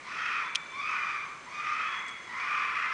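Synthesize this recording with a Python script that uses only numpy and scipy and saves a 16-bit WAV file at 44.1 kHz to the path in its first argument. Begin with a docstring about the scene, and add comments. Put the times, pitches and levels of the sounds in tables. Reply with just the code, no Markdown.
"""A forest with distant apes: one gives four hoarse arching screams from unsteady vocal folds and gated breath,
another two thin clear squeals of three harmonics. Noise tails smear both as echoes among the trunks, over the
dying echo of an earlier scream. Crickets chirr in pulsed narrow bands over the shaped noise of leaves and
microphone; at the microphone the camera body clicks twice (noise and ringing tones) and near it a leaf
rustles in grains."""
import sys
import numpy as np
from scipy import signal
from scipy.fft import rfft, irfft, next_fast_len
from scipy.io import wavfile
from scipy.ndimage import map_coordinates

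SR = 44100
rng = np.random.default_rng(int(sys.argv[2]) if len(sys.argv) > 2 else 0)


def volts_from_db(level):
    """Convert decibel levels to linear amplitude ratios."""
    exponent = np.asarray(level, float) / 20
    return 10 ** exponent


def wav_out(sig):
    """Save sig, one row per channel (or a flat mono array), as 16-bit PCM at SR to the path in sys.argv[1]."""
    wavfile.write(sys.argv[1], SR, np.round(np.clip(np.atleast_2d(sig).T, -1, 1) * 32767).astype(np.int16))


N = 129213


def unit(x):
    """Scaled to rms 1."""
    return x / np.sqrt(np.mean(x ** 2) + 1e-20)


def along(points, hz):
    """Reads (f/Hz, value) points on a log frequency axis."""
    f, v = np.transpose(points)
    return np.interp(np.log(hz + 1), np.log(f + 1), v)


def curves(rows):
    """One value per sample for each column after the time."""
    s, *cols = np.transpose(rows)
    return [np.interp(np.arange(N) / SR, s, c) for c in cols]


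def wobble(rate_hz):
    """A smooth random curve through rate_hz knots a second."""
    return map_coordinates(rng.standard_normal(N // 8), [np.arange(N) * rate_hz / SR])


def filtered(x, response):
    """x times a response of frequency, padded so that the end does not wrap round."""
    m = next_fast_len(N + SR // 2)
    return irfft(rfft(x, m) * response(np.fft.rfftfreq(m, 1 / SR)), m)[:N]


def hiss():
    """Steady leaves and microphone noise: many tiny random sounds add up to shaped noise."""
    # spectrum of the hiss, relative: f/Hz, level/dB
    hiss_shape = [(20, -16.5), (60, -9), (150, -1.5), (400, -1.5), (700, -2.5), (1500, 1.5), (3000, -6.5),
                  (5000, -13), (7000, -15.5), (10000, -23)]
    level_db = -50
    noise = filtered(rng.standard_normal(N), lambda hz: volts_from_db(along(hiss_shape, hz)))
    return volts_from_db(level_db) * unit(noise)


def crickets():
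    """Narrow wing tones pulsed fast and grouped into chirps."""
    # one row a voice: f/Hz, width/Hz, pulse rate/Hz, chirp rate/Hz, level before the swell/dB
    voices = [(6286, 66, 58, 18, -59.5), (7330, 110, 83, 6.2, -68)]
    # swell of the whole chirr: t/s, gain/dB
    swell = [(0, -9), (.6, -6.5), (1.2, -6), (2, -4.5), (2.4, -5.5), (2.93, -21)]
    t, out = np.arange(N) / SR, np.zeros(N)
    for wing_hz, width_hz, pulse_hz, chirp_hz, db in voices:
        wing = filtered(rng.standard_normal(N), lambda hz: np.exp(-((hz - wing_hz) / width_hz) ** 2))
        pulses = 1 + 0.49 * np.cos(2 * np.pi * pulse_hz * t + wobble(1.7))
        chirps = 1 + 0.2 * np.cos(2 * np.pi * chirp_hz * t + wobble(1.7))
        out += volts_from_db(db) * unit(wing * pulses * chirps)
    swell_db, = curves(swell)
    return volts_from_db(swell_db) * out


def earlier_echo():
    """The echo of a scream that has just ended: noise in its bands, dying exponentially."""
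    # spectrum left among the trunks, relative: f/Hz, level/dB
    echo_shape = [(800, -32), (1000, -13), (1200, 4), (1450, -15.5), (1650, -24), (1850, -2.5), (2400, 2),
                  (2700, -28)]
    start_db, t60_s = -50, 0.99
    echo = unit(filtered(rng.standard_normal(N), lambda hz: volts_from_db(along(echo_shape, hz))))
    return volts_from_db(start_db - 60 * np.arange(N) / SR / t60_s) * echo


def rustle():
    """One faint brush of a near leaf: sparse grains, as noise to the fifth power has rare tall peaks."""
    start_s, length_s = 2.062, 0.055
    gain_db, low_hz, high_hz = -50, 4330, 9000
    progress = np.clip((np.arange(N) / SR - start_s) / length_s, 0, 1)
    grains = unit(rng.standard_normal(N) ** 5 * volts_from_db(5 * wobble(150)))
    brush = grains * np.sin(np.pi * progress)
    return volts_from_db(gain_db) * filtered(brush, lambda hz: (hz > low_hz) & (hz < high_hz))


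def clicks():
    """A plastic part of the camera body snaps twice: a dense crack and a short ring."""
    # ringing modes: f/Hz, level/dB, t60 before the stop/s
    modes = [(2512, 5, 0.015), (3150, 6.5, 0.0061)]
    # response over crack and ring: f/Hz, gain/dB
    crack_shape = [(1000, -52), (1500, -14), (2200, -1), (3300, 3), (4500, -3), (6300, -2.5), (7500, -17.5),
                   (10000, -12)]
    # the first snap is softer, rings less and rises more slowly
    start_s, gain_db = [0.5495, 0.5557], [-27, -21]
    ring_gain_db, rise_s = [-13, -1.5], [0.0006, 0.00018]
    stop_s = 0.0085
    out, t = np.zeros(N + SR), np.arange(SR // 20) / SR
    for s, db, ring_db, rise in zip(start_s, gain_db, ring_gain_db, rise_s):
        ring = sum(volts_from_db(ring_db + g - 60 * t / t60) * np.sin(2 * np.pi * hz * t) for hz, g, t60 in modes)
        crack = 2 * volts_from_db(-60 * t / 0.04) * rng.standard_normal(len(t))
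        envelope = (1 - np.exp(-t / rise)) * np.exp(-(t / stop_s) ** 4)
        out[round(s * SR):][:len(t)] += volts_from_db(db) * (ring + crack) * envelope
    return filtered(out[:N], lambda hz: volts_from_db(along(crack_shape, hz)))


def forest(x):
    """A dense echo, each frequency dying at its own speed; fresh overlapping tails avoid steady lines."""
    # decay among the trunks: f/Hz, t60/s
    decay = [(800, 0.89), (1500, 0.94), (3000, 0.77), (8000, 0.19)]
    echo_db, renew_s = -1.5, 0.25  # a fresh noise tail every renew_s
    out, t = np.zeros(N), np.arange(N) / SR
    for s in np.arange(0, N / SR + renew_s, renew_s):
        hz, lag, z = signal.stft(rng.standard_normal(SR), SR, nperseg=256)
        fade = volts_from_db(-60 * lag / along(decay, hz)[:, None])
        tail = signal.istft(z * fade, SR, nperseg=256)[1]
        # neighbouring pieces overlap at equal power
        piece = x * np.cos(np.pi / 2 * np.clip((t - s) / renew_s, -1, 1))
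        out += signal.fftconvolve(piece, tail / np.linalg.norm(tail))[:N]
    return volts_from_db(echo_db) * out


def squealer():
    """Clear held notes: three harmonics of the vocal folds, the second mostly strongest."""
    # the two squeals: t/s, pitch f/Hz, second harmonic level/dB, third harmonic over second/dB
    squeals = [(0.41, 1165, -90, -3), (0.44, 1168, -52, 1), (0.52, 1165, -51, -6), (0.6, 1158, -45.5, -16),
               (0.65, 1162, -51, -6), (0.7, 1166, -54, -2), (0.76, 1170, -48, -7), (0.82, 1178, -53, -3),
               (0.87, 1181, -85, -6), (1.84, 1120, -85, 0), (1.862, 1120, -51, 2), (2.04, 1116, -53, 1),
               (2.12, 1112, -55, -1), (2.18, 1108, -64, 0), (2.24, 1104, -90, 0)]
    first_db, pitch_waver, level_waver_db = -12, 0.00892, 2.6  # first_db is relative to the second harmonic
    pitch_hz, level_db, third_db = curves(squeals)
    phase = 2 * np.pi * np.cumsum(pitch_hz * (1 + pitch_waver * wobble(110))) / SR
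    first = volts_from_db(first_db) * np.cos(phase)
    third = volts_from_db(third_db) * np.cos(3 * phase)
    return volts_from_db(level_db + level_waver_db * wobble(45.06)) * (first + np.cos(2 * phase) + third)


def screamer():
    """Unsteady vocal folds: harmonics, lines halfway between them and breath gated once a cycle."""
    # the four screams: t/s, pitch f/Hz, effort level/dB, roughness/0-1, half-pitch lines/dB,
    # breath level/dB, gain of the third harmonic and up/dB
    screams = [(0.02, 960, -61, 0.3, -13, -18, 2), (0.055, 1080, -45.5, 0.39, -30, -14.5, 13),
               (0.105, 1260, -39.5, 0.25, -18, -5.5, 6), (0.22, 1290, -34.5, .25, -6.5, -5, 1),
               (0.38, 1215, -31.5, .28, -16.5, -8, -2.5), (0.455, 1011, -41.5, 0.34, -30.5, -4, 7.5),
               (0.56, 951, -74, 0.41, 14, -13, 1), (0.69, 980.2, -65, 0.22, -6, -15, 13),
               (0.735, 1060, -42.5, 0.19, -27.5, -21, 4.5), (0.82, 1190, -35.5, 0.21, -34, -14.5, 7),
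               (0.9, 1240, -33, 0.16, -27.5, -6, -5.5), (1.1, 1200, -35.5, 0.17, -15.5, -8, 2.5),
               (1.2, 1160, -41, 0.16, -31, -11.5, 4), (1.33, 1080, -49, 0.37, -20, -16, -0.5),
               (1.42, 900, -81, 0.13, -17, -12, 0), (1.475, 1020, -43.5, 0.19, -31, -25, 0),
               (1.55, 1150, -42, 0.28, -24, -8.5, 12), (1.66, 1250, -39, 0.19, -28, 0, -2.5),
               (1.84, 1234, -36.5, .25, -4, -8, 1), (1.96, 1009, -40, 0.4, -16, -3, -5),
               (2.06, 1100, -52, 0.36, -23, -12, 1), (2.24, 1040, -60.5, 0.34, -22, -6, 2),
               (2.295, 991, -45, 0.25, -27, -12, 10), (2.4, 1139, -37, 0.28, -24, -3, -3),
               (2.55, 1201, -34, 0.36, -15, -5.5, -8), (2.75, 1250, -34.5, 0.45, -11.5, -5.5, -15),
               (2.93, 1220, -37, 0.42, -7, -3, -3)]
    # gain of the second harmonic: t/s, gain/dB
    second = [(0, 2), (.3, -1), (.7, 1), (.85, 0.5), (1.15, 2), (1.35, -10), (1.5, 2.5), (1.7, 2),
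              (1.95, 1.5), (2.1, 13.5), (2.3, 4), (2.5, 0), (2.93, -1.5)]
    # harmonics from the first up, before the gains above: level/dB
    harmonics_db = [-1, 1, -15.5, -13.5, -16.5, -32]
    # throat's response to the folds: f/Hz, gain/dB
    throat = [(600, -38), (850, 0.5), (1050, -1.5), (1600, -5), (2550, -5), (2750, -13), (3600, -8),
              (4200, -13), (6000, -14), (8500, -40.5)]
    # response to breath through the open mouth: f/Hz, gain/dB
    mouth = [(600, -29.5), (850, -6), (1050, 0.5), (1300, 12.5), (1600, 4), (2100, 8), (2550, -2.5),
             (2850, -3.5), (3500, -9), (4200, -16.5), (5500, -14), (8500, -34.5)]
    # pitch (as a fraction) and level scatter at full roughness
    jitter, jitter_hz, shimmer_db, shimmer_hz = 0.2, 199.8, 7.5, 151.7
    # hiss that comes with the upper harmonics
    rasp_db, rasp_hz, rasp_width_hz = -38, 5200, 1300

    pitch_hz, level_db, rough, half_db, breath_db, upper_db = curves(screams)
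    second_db, = curves(second)
    phase = 2 * np.pi * np.cumsum(pitch_hz * (1 + jitter * rough * wobble(jitter_hz))) / SR
    folds = np.zeros(N)
    for k, db in enumerate(harmonics_db, 1):
        gain_db = db + upper_db * (k > 2) + second_db * (k == 2)
        folds += volts_from_db(gain_db) * np.cos(k * phase)
    # every second cycle differs, which puts lines half a pitch either side of each harmonic
    folds = folds * (1 + 2 * volts_from_db(half_db) * np.cos(phase / 2))
    breath = unit(rng.standard_normal(N) * (1 + np.cos(phase))) * 2
    effort = volts_from_db(level_db + shimmer_db * rough * wobble(shimmer_hz))

    voice = filtered(effort * folds, lambda hz: volts_from_db(along(throat, hz)))
    air = filtered(effort * volts_from_db(breath_db) * breath, lambda hz: volts_from_db(along(mouth, hz)))
    rasp = filtered(effort * volts_from_db(rasp_db + upper_db) * breath,
                    lambda hz: np.exp(-((hz - rasp_hz) / rasp_width_hz) ** 2))
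    return voice + air + rasp


def scene():
    """Background, near sounds, then both apes direct and echoed, on one channel."""
    background = hiss() + crickets() + earlier_echo()
    near = rustle() + clicks()
    clear, hoarse = squealer(), screamer()
    direct = volts_from_db(-2) * clear + volts_from_db(-1) * hoarse
    return (background + near + forest(hoarse + clear) + direct)[None]


def band_limit(x):
    """A steep low-pass at the top of the band."""
    return signal.sosfilt(signal.butter(12, 10730, fs=SR, output="sos"), x)


def record(dry):
    """The camera's band limit: a straight slope 250 Hz wide, down to nothing at top_hz."""
    top_hz = 10180
    mix = filtered(dry[0], lambda hz: np.clip((top_hz - hz) / 250, 0, 1))[None]
    return band_limit(mix)


dry = scene()
out = record(dry)
wav_out(out)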